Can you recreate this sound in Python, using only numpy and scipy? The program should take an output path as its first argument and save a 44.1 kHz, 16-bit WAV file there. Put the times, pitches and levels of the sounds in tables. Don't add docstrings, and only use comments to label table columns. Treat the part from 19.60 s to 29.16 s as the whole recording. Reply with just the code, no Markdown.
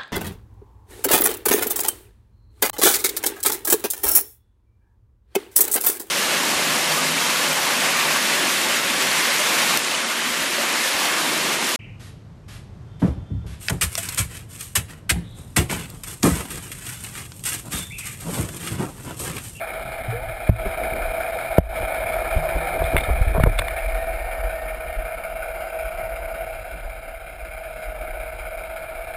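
import sys
import numpy as np
from scipy import signal
from scipy.io import wavfile
from scipy.ndimage import uniform_filter1d

SR = 44100
rng = np.random.default_rng(int(sys.argv[2]) if len(sys.argv) > 2 else 0)


def put_to_file(sound):
    columns = np.atleast_2d(sound).T
    safe = np.clip(columns, -1, 1)
    whole_steps = np.round(safe * 32767)
    wavfile.write(sys.argv[1], SR, whole_steps.astype(np.int16))


def invert_db(level):
    return 10 ** (np.asarray(level, dtype=float) / 20)


N = 421596
TIME = np.arange(N) / SR

# [t/s, level/dB]
STIR = [(0, -48), (.3, -41), (.84, -44), (1.25, -33.5), (1.65, -42), (2.4, -34.5), (3.1, -33.5), (3.7, -23),
        (4.1, -31.5), (4.7, -29.5), (5.1, -32.5), (6.1, -39), (6.6, -34), (7.5, -38.5), (8.1, -38.5),
        (8.6, -35), (9.3, -41), (9.56, -40)]
# [t/s, swell/dB, half length/s]
SURGES = [(.2, 3, .2), (0.564, 14, 0.21), (1.068, 14, 0.11), (1.424, 8, 0.13), (2.08, 21, .06),
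          (2.253, 8, 0.11), (2.503, 6, 0.081), (2.797, 13, .09), (3.307, 5, .1), (3.897, 6, 0.2),
          (4.03, 3, .08), (4.25, 4.5, .08), (5.4, 11.5, .08), (6.542, 3, 0.17), (7.254, 4, 0.11),
          (7.897, 3, 0.14)]
# [t/s, peak level/dB, f/Hz, rise/(1/s), t60/s]
BUBBLES = [
    (.524, -25, 445, 2.0, .4),
    (.603, -30, 830, 3.0, .12),
    (.635, -30, 600, 8.0, .15),
    (3.4375, -15, 3750, -7, .018),
    (3.377, -9, 2100, 3, .026),
    (3.371, -17, 3600, 0, .02),
    (3.24, -10, 3500, 0, .012),
    (4.187, -16, 2550, 8, .02),
    (4.173, -18, 2200, 0, .02),
]
# [f/Hz, level/dB, t60/s]
SHELL_MODES = [(350, -9.5, 0.0035), (672, -12.5, 0.023), (1000, -19, 0.004), (1595, -13, 0.0098),
               (2220, -8.5, 0.023), (2630, 1, 0.0051), (3600, -3, 0.014), (4570, -18, 0.0088),
               (5750, 9, 0.011)]
# [t/s, peak level/dB, contact colour f/Hz, length/s]
SCUFFS = [(1.051, -23.5, 300, 0.0221), (1.057, -18, 597, .012), (1.202, -25, 345, 0.071),
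          (1.332, -24, 365, 0.056), (2.751, -27, 352, 0.017), (2.851, -28, 900, 0.046),
          (2.961, -22, 424, .0087), (3.011, -23.5, 900, .03), (3.133, -23.5, 460, 0.051),
          (3.333, -18, 376, 0.015), (3.355, -13, 670, .011), (3.488, -17, 624, .014),
          (3.749, -14, 710, 0.025), (3.78, -16, 300, 0.00566), (3.874, -26, 392, 0.011),
          (8.603, -27.5, 500, 0.0063)]
# [t/s, peak level/dB, contact colour f/Hz, length/s]
CLICKS = [(3.241, -22, 3500, .001), (3.3663, -1.5, 1840, .001), (3.369, -28, 3600, .0025),
          (3.376, -15, 2400, .0093), (3.393, -33, 3500, .006), (3.407, -19, 3300, .0026),
          (3.835, -20, 3600, .002), (3.979, -23, 3600, .0042), (3.989, -7, 3020, .0055),
          (4.082, -17, 3700, .002), (4.0835, -14, 1700, .002), (4.176, -38, 2380, .003),
          (4.183, -38, 2700, .001)]
# [t/s, peak level/dB, contact colour f/Hz, length/s, first swing/sign]
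KNOCKS = [(0.891, -11.5, 460, 0.004, -1), (1.9807, -16, 520, .001, -1), (1.9822, 1.5, 515, .001, -1),
          (3.218, -12, 650, 0.0033, -1), (3.777, -13, 700, .003, -1), (3.798, -9.5, 740, 0.0026, 1),
          (3.836, -5.5, 1300, .0028, -1), (3.861, -10, 630, .0026, -1), (3.87, -12, 680, 0.00267, 1),
          (3.99, -11, 1000, 0.004, 1), (4.019, -13.5, 1300, 0.0018, 1)]
# [t/s, peak level/dB, f/Hz, t60/s]
SNAPS = [
    (.893, -6, 168, 0.051),
    (1.9839, -3.5, 167, 0.036),
    (3.8372, -2, 127, 0.019),
]
# [t/s, peak level/dB, f/Hz, first swing/sign]
SHOVES = [(0.896, -1.5, 79.5, 1), (1.9852, -8, 64, 1), (2.762, -10.5, 57, 1), (2.948, -16, 43.8, -1),
          (3.206, -18.5, 69, 1), (3.238, -17, 63.3, -1), (3.343, -14, 52, 1), (3.373, -12, 43.7, -1),
          (3.481, -19, 58.6, -1), (3.61, -6.5, 57, 1), (3.666, -10.5, 48, 1), (3.743, -17, 49, -1),
          (3.801, -7.5, 55, -1), (3.842, -14, 50, 1), (3.868, -6, 73.4, 1), (3.887, -26, 55, 1)]
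# [t/s, peak level/dB, f/Hz, t60/s]
POLE_RINGS = [(.482, -20, 115, 0.41), (.69, -29, 110, .12), (.911, -21, 56.6, .24),
              (.915, -17.5, 110, 0.19), (1.059, -36, 54, .17), (2.008, -25, 53.7, 0.59),
              (2.201, -29, 94.4, .25), (2.773, -27.5, 159, 0.38), (2.953, -32, 157, 0.6),
              (3.2, -29, 149, 0.24), (3.34, -21.5, 150, .12), (3.502, -14.5, 61, .36),
              (3.776, -17, 150, 0.19), (.25, -34, 130, .3), (3.885, -21, 100, .2), (3.995, -25.5, 90, .2)]
# [t/s, engine cycles done]
CRANK = [(-.112, -1), (.256, 1), (.806, 4), (1.357, 7), (2.463, 13), (4.649, 25), (6.313, 34), (7.786, 42),
         (9.098, 49), (9.662, 52)]
# [low knock level/dB, high knock level/dB]
CYLINDERS = [(-9.5, -8), (-11.5, -31), (-14.5, -0.5), (-14, -25), (-16, -8.5), (-35, -11)]
# [t/s, level/dB, distance/0-1]
ENGINE = [(0.0, -32, 0.4), (0.64, -36.5, 0.3), (0.95, -34.5, 0.5), (1.2, -28.5, 0.7), (1.81, -29, 0.58),
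          (2.37, -28, 0.54), (2.9, -26.5, 0.67), (3.4, -29, 0), (3.9, -35, 0.06), (4.21, -30, 0.24),
          (4.85, -28.5, 0.36), (5.22, -32, 0.22), (6.47, -29.5, 0.5), (6.8, -31.5, 0.45),
          (7.27, -37.5, 0.13), (7.59, -38.5, 0.27), (8.41, -34.5, 0.25), (9.56, -34.5, 0.02)]
# [f/Hz, width/Hz, near level/dB, far level/dB]
LOW_MODES = [(349, 39, -10.5, -15.5), (500, 29.6, -2, -8.5), (582, 78, -0.5, -3), (666, 54.4, 5.5, 3.5),
             (747, 74, 4.5, -0.5), (824, 257, -5, -11)]
# [f/Hz, width/Hz, near level/dB, far level/dB]
HIGH_MODES = [(1300, 161, 2, -2), (1494, 126, 2.5, 0.5), (1700, 210, -2.5, -12), (1850, 33, -24, -8.5),
              (2144, 152, -1, -4), (2390, 140, 2, -4.5), (2710, 56, -13, -8), (3130, 510, -14, -20),
              (3435, 330, -14.5, -22.5), (3713, 164, -12.5, -21.5), (4094, 640, -20.5, -27.5),
              (4846, 110, -16.5, -18), (5384, 580, -15.5, -20.5)]
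# [multiple of tooth rate, level over the low ring/dB]
GEAR = [(1, -27), (3, -13), (4, 1.5), (8, -22)]
# [t/s, fourth multiple of the tooth rate f/Hz]
MESH = [(0, 653), (1.2, 648), (1.7, 657), (2.15, 655), (2.55, 641), (3.1, 663), (3.6, 653), (4.9, 653),
        (5.25, 634), (5.7, 650), (6.2, 645), (6.6, 655), (7.1, 648), (7.6, 652), (8.35, 633), (9.56, 655)]
# [place in cycle/0-1, half length/0-1, depth/dB]
LULLS = [(.94, .045, 8), (.29, .03, 3), (.62, .03, 2.5)]
# [t/s, depth/dB, recovery/s]
DUCKS = [
    (0.902, 10, 0.084),
    (1.99, 16, 0.16),
    (3.842, 5, 0.025),
]


def rms_one(x):
    return x / np.sqrt(np.mean(x ** 2) + 1e-20)


def in_time(rows):
    s, *columns = np.transpose(rows)
    return [np.interp(TIME, s, c) for c in columns]


def drift(rate_hz):
    knots_hz = 200
    knots = rng.standard_normal(int(N / SR * knots_hz) + 400)
    r = np.exp(-2 * np.pi * rate_hz / knots_hz)
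    slow = rms_one(signal.lfilter([1], [1, -2 * r, r * r], knots)[300:])
    return np.interp(TIME * knots_hz, np.arange(len(slow)), slow)


def band(x, low_hz, high_hz, order=2):
    return signal.sosfilt(signal.butter(order, [low_hz, high_hz], "band", fs=SR, output="sos"), x)


def add(out, s, sound):
    at = round(s * SR)
    out[at:at + len(sound)] += sound[:N - at]


def water():
    stir_db, = in_time(STIR)
    surge_db = sum(db * np.clip(1 - abs(TIME - s) / half_s, 0, 1) for s, db, half_s in SURGES)
    handled_until_s, settle_s = 3.91, 0.38
    calm = np.clip((TIME - handled_until_s) / settle_s, 0, 1)
    slosh_db = stir_db + surge_db
    rumble_db = -47.5 + 0.36 * (stir_db + 36) + 0.47 * surge_db - 9 * calm
    gurgle_db = -46.5 + 0.31 * (stir_db + 32.5) + 0.22 * surge_db - 7.5 * calm
    slosh = band(band(rng.standard_normal(N), 9.4, 61.7, order=3), 25.9, 58)
    rumble = band(rng.standard_normal(N), 83.5, 115.4)
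    gurgle = band(rng.standard_normal(N), 159.6, 187.0)
    gurgle = gurgle + invert_db(-3.5) * band(rng.standard_normal(N), 180, 443)
    layers = [(slosh, slosh_db, 1.8), (rumble, rumble_db, 3.5), (gurgle, gurgle_db, 3.0)]
    return sum(invert_db(db + lumps_db * drift(10.0)) * rms_one(noise) for noise, db, lumps_db in layers)


def bubbles():
    out, t = np.zeros(N), TIME[:SR // 3]
    for s, db, hz, rise, t60_s in BUBBLES:
        envelope = invert_db(db - 60 * t / t60_s) * (1 - np.exp(-t / 0.0028))
        add(out, s, envelope * np.sin(2 * np.pi * hz * (t + rise * t * t / 2)))
    return out


def taps():
    out, t = np.zeros(N), TIME[:SR // 10]
    crack = rng.standard_normal(len(t))
    every = [(*row, 1) for row in SCUFFS + CLICKS] + KNOCKS
    draws = rng.random((len(every), 30))
    for (s, db, colour_hz, length_s, swing), draw in zip(every, draws):
        count = int(np.clip(round(1 + np.log2(length_s * 1000)), 1, 8))
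        order = np.arange(count)
        when_s = (order + 0.72 * draw[:count] * (order > 0)) / count * length_s
        contacts = np.zeros(len(t))
        contacts[(when_s * SR).astype(int)] = np.sign(swing) * (.5 + .5 * draw[8:8 + count])
        shell = invert_db(3 - 60 * t / 0.016) * crack
        for (hz, level_db, t60_s), u in zip(SHELL_MODES, draw[16:]):
            shell = shell + invert_db(level_db + 1.5 * (u + 2.0) - 60 * t / t60_s) * np.sin(2 * np.pi * hz * t)
        tap = signal.fftconvolve(contacts, shell)[:len(t)]
        tap = band(tap, colour_hz * 0.49, colour_hz * 1.436, order=3)
        add(out, s, invert_db(db) * tap / np.max(np.abs(tap)))
    return out


def thumps():
    out, t = np.zeros(N), TIME[:SR // 2]
    blows = [(s, db, hz, t60_s, -1, .03) for s, db, hz, t60_s in SNAPS]
    for s, db, hz, swing in SHOVES:
        blows.append((s, db, hz, (1.3 - 0.12 * db) / hz, swing, .26 - .014 * db))
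    blows += [(s, db, hz, t60_s, 1, 0.0035 * hz) for s, db, hz, t60_s in POLE_RINGS]
    for s, db, hz, t60_s, swing, build in blows:
        swell = 1 - np.exp(-(t * hz / max(build, .01)) ** 2)
        swings = np.sin(2 * np.pi * hz * t) * invert_db(-60 * t / t60_s) * swell
        add(out, s, np.sign(swing) * invert_db(db) * swings / np.max(np.abs(swings)))
    return out


def resonances(x, modes, distance, patchy_db):
    out = 0
    for k, (hz, width_hz, near_db, far_db) in enumerate(modes):
        r = np.exp(-np.pi * width_hz / SR)
        poles = [1, -2 * r * np.cos(2 * np.pi * hz / SR), r * r]
        ring = signal.lfilter([(1 - r * r) / 2, 0, (r * r - 1) / 2], poles, x)
        level_db = near_db + (far_db - near_db) * distance + patchy_db * drift(4.5)
        out = out + (-1) ** k * ring * invert_db(level_db)
    return rms_one(out)


def firings(cycles, knock_db, t60_s, snap_db, luck):
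    stroke = np.floor(cycles * 6).astype(int)
    at = np.flatnonzero(np.diff(stroke)) + 1
    kicks = np.zeros(N)
    kicks[at] = invert_db(np.array(knock_db)[stroke[at] % 6] + 1.5 * luck[:len(at)])
    beat = signal.lfilter([1], [1, -invert_db(-60 / (t60_s * SR))], kicks) + 1
    return beat * rng.standard_normal(N) + invert_db(snap_db) * kicks, beat


def gear_whine(teeth, low_beat):
    shake = .12 * drift(5.0) + .17 * drift(14.0)
    whine = sum(invert_db(db + 1.5 * drift(3.2)) * np.sin(k * (2 * np.pi * teeth + shake)) for k, db in GEAR)
    return whine * rms_one(uniform_filter1d(low_beat, size=220))


def singing_plate(chopped):
    middle_s, half_s = 4.85, 0.87
    facing = np.sqrt(np.clip(1 - ((TIME - middle_s) / half_s) ** 2, 0, 1))
    return invert_db(-11) * facing * resonances(chopped, [(1828, 24, 0, 0)], 0, patchy_db=1.0)


def engine():
    low_db, distance = in_time(ENGINE)
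    high_db = -36.5 + 0.59 * (low_db + 31)
    distance = np.clip(distance + np.clip((TIME - 4.2) / 1.1, -.5, .5), 0, 1)
    cycles, = in_time(CRANK)
    teeth = np.cumsum(in_time(MESH)[0]) / 4 / SR
    low_knock_db, high_knock_db = np.transpose(CYLINDERS)
    luck = np.clip(rng.standard_normal(400), -1.5, 1.5)
    low_drive, low_beat = firings(cycles, low_knock_db, t60_s=.08, snap_db=27, luck=luck)
    high_drive, _ = firings(cycles, high_knock_db, t60_s=.2, snap_db=22, luck=luck)
    low = resonances(low_drive, LOW_MODES, distance, patchy_db=.6)
    chopped = (1 + 0.24 * np.cos(2 * np.pi * teeth)) * high_drive
    high = resonances(chopped, HIGH_MODES, distance, patchy_db=0.84) + singing_plate(chopped)
    whine = gear_whine(teeth, low_beat)
    lull_db = sum(db * np.clip(1 - ((cycles % 1 - at) / half) ** 2, 0, 1) for at, half, db in LULLS)
    low_db = low_db - 1.5 - lull_db
    high_db = high_db + 3.5 - .55 * lull_db
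    return invert_db(low_db) * (band(low, 201, 1900) + whine) + invert_db(high_db) * band(high, 1365, 6360)


def ducking():
    loss_db = 0
    for s, db, back_s in DUCKS:
        loss_db = loss_db + db * (TIME > s) * np.clip(1 - ((TIME - s) / back_s) ** 2, 0, 1)
    return invert_db(-uniform_filter1d(loss_db, size=200))


def scene():
    return (ducking() * (water() + engine()) + bubbles() + taps() + thumps())[None]


def roll_off(x):
    return signal.sosfilt(signal.butter(12, 16060, fs=SR, output="sos"), x)


def record(dry):
    x = signal.sosfilt(signal.cheby2(8, 45, 6150, fs=SR, output="sos"), dry)
    coarse = signal.resample_poly(x, 40, 147, axis=1, window=("kaiser", 2))
    held = np.clip(np.repeat(coarse, 4, axis=1), -1, 1)
    x = signal.resample_poly(held, 147, 160, axis=1)[:, :N]
    x = np.pad(x, ((0, 0), (0, N - x.shape[1])))
    x = signal.sosfilt(signal.cheby2(18, 38, 15500, fs=SR, output="sos"), np.clip(x, -1, 1))
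    return roll_off(0.96 * x)


dry = scene()
out = record(dry)
put_to_file(out)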